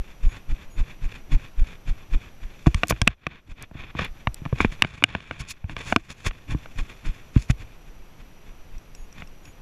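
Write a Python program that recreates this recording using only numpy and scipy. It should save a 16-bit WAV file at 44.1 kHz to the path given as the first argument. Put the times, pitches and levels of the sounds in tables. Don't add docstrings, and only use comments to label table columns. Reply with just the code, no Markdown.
import sys
import numpy as np
from scipy import signal
from scipy.fft import rfft, irfft
from scipy.io import wavfile

SR = 44100
rng = np.random.default_rng(int(sys.argv[2]) if len(sys.argv) > 2 else 0)


def output_pcm(signal):
    pcm = np.clip(np.atleast_2d(signal).T, -1, 1) * 32767
    wavfile.write(sys.argv[1], SR, np.round(pcm).astype(np.int16))


N = 423801
TIME = np.arange(N) / SR
FREQS = np.maximum(np.fft.rfftfreq(N, 1 / SR), 1)

# t/s, thump level/dB, landing brush level/dB, rebound brush level/dB
HOOF_LANDINGS = [(0.006, -18, -61, -47.5), (0.27, -7, -39, -42.5), (0.529, -13, -40.5, -44),
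                 (0.815, -10.5, -37, -45.5), (1.062, -15, -40.5, -41.5), (1.354, -6.5, -32, -42.5),
                 (1.62, -7, -41.5, -41), (1.912, -13, -37.5, -46.5), (2.158, -9.5, -36, -43.5),
                 (2.453, -24, -48.5, -49), (3.525, -30.5, -45.5, -64), (3.832, -40, -65, -64),
                 (4.114, -27, -72, -51), (4.399, -39, -51.5, -50), (4.693, -20.5, -70, -60),
                 (5.734, -31, -42, -54), (6.019, -39, -63, -59), (6.295, -20, -47, -52.5),
                 (6.537, -20.5, -32, -50.5), (6.815, -16.5, -37.5, -48), (7.095, -16, -37.5, -51.5),
                 (7.635, -31, -44.5, -56), (7.9, -33, -53.5, -68), (8.224, -35, -53.5, -73),
                 (8.507, -34, -52, -68), (8.768, -28.5, -54.5, -67), (9.026, -30, -59, -65),
                 (9.491, -50, -48, -62)]
# f/Hz, spectral level/dB
SHUDDER_SPECTRUM = [(40, -3), (85, 5), (130, 5), (200, -14), (300, -6), (450, -41), (900, -24.5),
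                    (3000, -70)]
# t of the peak/s, length/s, rustle level/dB, hiss re rustle/dB
HAND_WIPES = [(2.673, 0.015, -32.5, -6), (2.78, 0.3, -46.5, -9), (2.906, 0.018, -30.5, 6.5),
              (2.96, 0.2, -47, -19.5), (3.11, 0.059, -46, -29.5), (3.335, 0.15, -45.5, -36),
              (3.626, 0.064, -44, -30), (3.817, 0.083, -39, -27), (3.898, 0.042, -41, -38),
              (3.998, 0.049, -31, -28), (4.045, 0.066, -27, -25), (4.622, 0.086, -29.5, -17),
              (4.73, 0.067, -44.5, -11), (4.93, 0.31, -47.5, -16), (5.135, 0.09, -45.5, -36),
              (5.36, 0.49, -46, -18.5), (5.407, 0.021, -42.5, 1.5), (5.51, 0.031, -50, 16.5),
              (5.815, 0.054, -36.5, -14.5), (5.906, 0.067, -33, -7.5), (6.05, 0.26, -56.5, -9),
              (6.118, 0.025, -36.5, -4), (6.215, 0.054, -45, -9), (6.272, 0.035, -31.5, -8.5),
              (7.05, 1, -54.5, -10.5), (7.373, 0.031, -35.5, -18), (7.415, 0.092, -52.5, 2.5),
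              (7.506, 0.02, -30, -7.5), (9.205, 0.081, -44.5, -15.5)]
# f/Hz, spectral level/dB
RUSTLE_SPECTRUM = [(50, 15), (120, 16.5), (300, 2.5), (550, -2.5), (1100, -4.5), (1900, -4.5),
                   (2700, -10.5), (3500, -9), (4600, -25.5), (7000, -23.5), (8200, -40), (10000, -36.5),
                   (15000, -54)]
# f/Hz, spectral level/dB
HISS_SPECTRUM = [(800, -19), (2000, -4), (5000, -4), (7000, 6.5), (8500, -7.5), (10300, -2), (12000, -24.5),
                 (15000, -17)]
# f/Hz, width/Hz, gain/dB
AIR_MODES = [(1085, 110, 7), (1580, 450, 4.5), (1840, 57, 2.5), (2473, 660, 15), (3500, 450, 8.5),
             (4385, 510, 9.5), (5220, 730, 7), (6570, 1100, 0.5)]
# t/s, ring level/dB, hardness f/Hz, thud level/dB, thud f/Hz, stiff panel snap/dB
CASE_BLOWS = [(2.662, -16, 1210, -35.5, 82.6, 4), (2.668, -9, 900, 0.5, 137, -15),
              (2.675, -17, 1200, -14.5, 173, 8), (2.745, -11, 6700, -9.5, 86, -5.5),
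              (2.834, 0, 1920, -20, 187, -1.5), (2.908, -5.5, 1370, -14, 172, -14.5),
              (2.9229, -13.5, 1220, -13.5, 124, 3), (3.0165, -3, 5230, -8.5, 105, -25),
              (3.0725, -18.5, 2490, -9.5, 200, -13), (3.0757, 5, 6240, -13.5, 120.4, 7.5),
              (3.2673, -10.5, 2610, -22.5, 143, 4), (3.7127, -35, 612, -32.5, 162, -0.5),
              (3.7515, -37, 610, -27, 132, 1), (3.951, -25.5, 710, -24, 143, 0),
              (3.9917, -10, 2160, -21.5, 200, -4.5), (4.272, -5, 1550, -12, 120, 8.5),
              (4.418, -39, 610, -24.5, 150, 5), (4.4533, -22, 2420, -24, 157, -2),
              (4.4605, -18.5, 950, -18.5, 150, 3), (4.5272, -18.5, 530, -10, 130, 0),
              (4.6042, -1.5, 1190, -11, 193, 5.5), (4.6469, -4.5, 1150, -5, 214, 14),
              (4.822, 4, 4540, -18.5, 240, 6.5), (4.8392, -19, 1500, -21, 170, 4),
              (4.8473, -13, 1730, -19, 169, 8), (5.0241, -15.5, 1510, -24.5, 277, 5),
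              (5.0391, 5, 4200, -14.5, 282, 9), (5.1504, -10, 1530, -18, 183, 3.5),
              (5.2042, -29.5, 3200, -36, 180, 5), (5.3108, -12.5, 1370, -24, 252, 3.5),
              (5.4013, -28, 3360, -25, 134, 7.5), (5.642, -32.5, 910, -19.5, 87.5, 21),
              (5.696, -20.5, 2050, -29, 140, 1), (5.7658, -15, 2750, -28.5, 154, -5),
              (5.9247, -2.5, 1370, -16, 202, 0.5), (5.962, 2, 2270, -9.5, 230, -6.5),
              (6.3102, -23.5, 2100, -32, 108, 5), (6.5476, -20.5, 486, -12.5, 144, -2),
              (6.6585, -25.5, 1490, -41, 185, 0), (7.3623, -18.5, 603, -1, 123, 12),
              (7.4985, -18.5, 1210, -4, 118, 23.5), (9.2216, -23.5, 1620, -32.5, 156, 16)]
# f/Hz, level/dB, t60/s
CASE_MODES = [(322, -22, 0.076), (502, -14, .016), (696, -21, 0.038), (1180, -10, 0.013), (1540, -19, 0.03),
              (1800, -7, 0.0073), (2390, -0.5, 0.0088), (2780, -5, 0.01), (3440, -4.5, 0.0078),
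              (4370, -13, 0.0051), (5655, -7, 0.0069), (7730, -20, 0.0039), (8900, -6, 0.0053),
              (10930, -36, 0.0021)]
# f/(thud f), level/dB, cycles to fade 60 dB
MOUNT_MODES = [(.4, -6.5, 5.5), (1, -3.5, 7.5), (2.15, -12, 8)]
# t/s, level/dB
PORT_TICKS = [(2.872, -31), (2.883, -20), (3.625, -25.5), (4.048, -30.5), (4.3442, -20)]
# t/s, level/dB
TACK_CLINKS = [(8.782, -38.5), (8.95, -31.5), (9.127, -35.5), (9.274, -38), (9.454, -35.5)]
# f/Hz, level/dB, t60/s
TACK_MODES = [(2740, 7.5, 0.015), (4200, -12, 0.0097), (5560, 11.5, 0.015), (7700, -3.5, 0.031),
              (8200, -20.5, .025)]
# t of the start/s, length/s, base f at the middle/Hz, level/dB
THIN_CHIRPS = [(0.267, .085, 3360, -53.5), (0.696, .08, 3365, -55), (8.951, 0.11, 3335, -56.5),
               (9.43, 0.094, 3380, -55)]
# f/(base f), level/dB
CHIRP_OVERTONES = [(2, -1), (3, -9), (4, -16)]
# f/Hz, spectral level/dB
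FLOOR_SPECTRUM = [(20, 17.5), (60, 1.5), (150, -2), (300, -7.5), (600, -11.5), (1200, -15.5), (1900, -19),
                  (2500, -17), (4000, -26), (7000, -30.5), (8500, -37), (11000, -34), (13000, -54.5),
                  (16000, -57.5)]
# f/Hz, rms level/dB
WHINE_TONES = [(5858, -72.5), (11688, -86.5), (11718, -72), (11748, -87), (14626, -80.5)]
# f/Hz, width/Hz, gain over the floor/dB
WHINE_HALO = [(5850, 160, 8.5), (11400, 150, 10.5), (11720, 120, 7), (14630, 160, 12)]

BRUSH_LEAD_S, BRUSH_LENGTH_S, BRUSH_HISS_DB = 0.018, 0.041, -13.5
REBOUND_LAG_S, REBOUND_LENGTH_S, REBOUND_HISS_DB = 0.087, 0.1, -16.5
RISE_SHARE = 0.6
SHUDDER_DB, SHUDDER_FOLLOWS, FIRM_BRUSH_DB = -33.5, 1.22, -38
FLOOR_DB, CUTOFF_HZ = -43, 15400


def from_db(db):
    return 10 ** (np.asarray(db) / 20)


def peak_one(x):
    return x / (np.abs(x).max() + 1e-12)


def add(track, s, sound):
    at = int(round(s * SR))
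    part = sound[max(-at, 0):N - at]
    start = max(at, 0)
    track[start:start + len(part)] += part


def filtered(x, hz, kind, order=2):
    sos = signal.butter(order, np.clip(hz, 10, .45 * SR), kind, fs=SR, output="sos")
    return signal.sosfilt(sos, x)


def colour(points):
    hz, db = np.transpose(points)
    return from_db(np.interp(np.log(FREQS), np.log(hz), db))


def bump(hz, width_hz):
    return 1 / (1 + (2 * (FREQS - hz) / width_hz) ** 2)


def shaped(x, gain):
    y = irfft(rfft(x) * gain, N)
    return y / y.std()


def noise(gain):
    return shaped(rng.standard_normal(N), gain)


def struck(modes, t):
    chance_db = rng.normal(0, 2.5, len(modes))
    detune = np.exp(rng.normal(0, .03, len(modes)))
    total = 0
    for (hz, db, t60), luck, shift in zip(modes, chance_db, detune):
        decay = from_db(db + luck - 60 * t / t60)
        total = total + decay * np.sin(2 * np.pi * hz * shift * t)
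    return total


def hooves(press_s=0.0074, release_s=0.0061, lead_s=0.022, lead_width_s=0.0066, lead_share=0.48,
           squash=0.97, thump_db=-1, shudder_s=0.023, shudder_lead_s=0.015):
    thumps, shudder = np.zeros(N), np.zeros(N)
    t = np.arange(-SR // 8, SR // 8) / SR
    for s, db, brush_db, _ in HOOF_LANDINGS:
        lead = lead_s * np.exp(rng.normal(0, .1))
        first = (t + lead) / lead_width_s
        second = t / np.where(t < 0, press_s, release_s)
        shove = np.exp(-second ** 2 / 2) - lead_share * np.exp(-first ** 2 / 2)
        pressure = np.tanh(squash * peak_one(np.gradient(shove)))
        add(thumps, s + t[0], from_db(db + thump_db) * peak_one(pressure))
        mount_db = SHUDDER_DB + SHUDDER_FOLLOWS * (brush_db - FIRM_BRUSH_DB)
        swell = np.exp(-((t + shudder_lead_s) / shudder_s) ** 2 / 2)
        add(shudder, s + t[0], from_db(mount_db) * swell)
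    return thumps + shudder * noise(colour(SHUDDER_SPECTRUM))


def slides():
    brushes = [(s - BRUSH_LEAD_S, BRUSH_LENGTH_S, db, BRUSH_HISS_DB)
               for s, _, db, _ in HOOF_LANDINGS]
    rebounds = [(s + REBOUND_LAG_S, REBOUND_LENGTH_S, db, REBOUND_HISS_DB)
                for s, _, _, db in HOOF_LANDINGS]
    return brushes + rebounds + list(HAND_WIPES)


def rubs(grain_db=6.0, stick_db=3.0, stick_hz=90, rustle_db=0, hiss_db=-1, taper=0.94,
         fizz=11.0, fizz_hz=11000):
    rustle, hiss = np.zeros(N), np.zeros(N)
    for s, length, db, bright_db in slides():
        rise, fall = RISE_SHARE * length, (1 - RISE_SHARE) * length
        t = np.arange(-int(2 * rise * SR), int(2 * fall * SR)) / SR
        swell = np.exp(-taper * (t / np.where(t < 0, rise, fall)) ** 2)
        add(rustle, s - 2 * rise, from_db(db + rustle_db) * swell)
        add(hiss, s - 2 * rise, from_db(db + bright_db + hiss_db) * swell)
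    grain = from_db(grain_db * rng.standard_normal((2, N)))
    slips = rng.standard_normal((2, N)) * grain
    sticking = from_db(stick_db * noise(bump(0, stick_hz)))
    cavity = from_db(sum(db * bump(hz, width) for hz, width, db in AIR_MODES))
    dull = rustle * shaped(slips[0], colour(RUSTLE_SPECTRUM) * cavity)
    bright = hiss * shaped(slips[1], colour(HISS_SPECTRUM) * cavity)
    sizzle = fizz * hiss ** 2 * shaped(slips[0], bump(fizz_hz, fizz_hz / 2))
    return sticking * (dull + bright + sizzle)


def knocks(chatter_s=0.001174, chatter=1.0, crack=1.0, crack_t60=0.0059, crack_hz=5500, thin=0.27,
           ring_db=0, top_hz=11000, door_hz=2550, door_width_hz=550):
    out, t = np.zeros(N), np.arange(SR // 16) / SR
    for s, db, hard_hz, _, _, snap_db in CASE_BLOWS:
        modes = []
        for hz, level, t60 in CASE_MODES:
            nearness = np.exp(-((hz - door_hz) / door_width_hz) ** 2 / 2)
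            modes.append((hz, level + snap_db * nearness, t60))
        bursts = rng.standard_normal((2, len(t))) * from_db(-60 * t / crack_t60)
        cracks = filtered(bursts, crack_hz, "low", order=1)
        first, second = (struck(modes, t) + crack * burst for burst in cracks)
        delay = chatter_s * rng.uniform(0.654, 1.49)
        again = np.interp(t - delay, t, second, left=0)
        ring = filtered(first + chatter * again, hard_hz, "low")
        ring = filtered(ring, thin * hard_hz, "high", order=1)
        add(out, s, from_db(db + ring_db) * peak_one(ring))
    return filtered(out, top_hz, "low")


def thuds(level_db=-1, soft_hz=750):
    out, t = np.zeros(N), np.arange(SR // 5) / SR
    for s, _, _, thud_db, hz, _ in CASE_BLOWS:
        bob = np.zeros(len(t))
        for k, (share, mode_db, cycles) in enumerate(MOUNT_MODES):
            mode_hz = share * hz
            bob += (-1) ** k * struck([(mode_hz, mode_db, cycles / mode_hz)], t)
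        add(out, s, from_db(thud_db + level_db) * peak_one(filtered(bob, soft_hz, "low")))
    return out


def ticks(t60=0.0066, low_hz=3200, high_hz=11500):
    out, t = np.zeros(N), np.arange(SR // 40) / SR
    for s, db in PORT_TICKS:
        snap = rng.standard_normal(len(t)) * from_db(-60 * t / t60)
        add(out, s, from_db(db) * peak_one(filtered(snap, [low_hz, high_hz], "band")))
    return out


def clinks(level_db=-1, scratch=1.7, scratch_t60=0.021):
    out, t = np.zeros(N), np.arange(SR // 10) / SR
    for s, db in TACK_CLINKS:
        touch = filtered(rng.standard_normal(len(t)), [2200, 8500], "band")
        touch = touch * from_db(-60 * t / scratch_t60)
        add(out, s, from_db(db + level_db) * peak_one(struck(TACK_MODES, t) + scratch * touch))
    return out


def chirps(sag=.012, waver=.002, level_db=-2):
    out = np.zeros(N)
    for s, length, hz, db in THIN_CHIRPS:
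        arch = np.sin(np.linspace(0, np.pi, int(length * SR))).clip(0)
        pitch = hz * (1 + sag * (1 - arch) + waver * rng.standard_normal(len(arch)))
        phase = 2 * np.pi * np.cumsum(pitch) / SR
        tone = sum(from_db(db + level_db + part_db) * np.sin(round(k) * phase)
                   for k, part_db in CHIRP_OVERTONES)
        add(out, s, np.sqrt(arch) * tone)
    return out


def background():
    whine = sum(np.sqrt(2) * from_db(db) * np.sin(2 * np.pi * (hz * TIME + rng.random()))
                for hz, db in WHINE_TONES)
    halo = from_db(sum(db * bump(hz, width) for hz, width, db in WHINE_HALO))
    return from_db(FLOOR_DB) * noise(colour(FLOOR_SPECTRUM) * halo) + whine


def ducking(x, threshold_db=-1.5, depth=2.7, most_db=18, release_db_per_s=16):
    excess_db = 20 * np.log10(np.abs(x) + 1e-9) - threshold_db
    over = np.clip(depth * excess_db, 0, most_db)
    climb = release_db_per_s * TIME
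    return from_db(climb - np.maximum.accumulate(over + climb))


def scene():
    blows = knocks()
    handling = rubs() + blows + thuds() + ticks()
    small_sounds = clinks() + chirps()
    return (hooves() + handling + small_sounds + ducking(blows) * background())[None]


def record(dry):
    clipped = dry / (1 + dry ** 8) ** (1 / 8)
    top_cut = signal.ellip(10, .1, 80, CUTOFF_HZ, fs=SR, output="sos")
    return signal.sosfilt(top_cut, .95 * clipped)


dry = scene()
out = record(dry)
output_pcm(out)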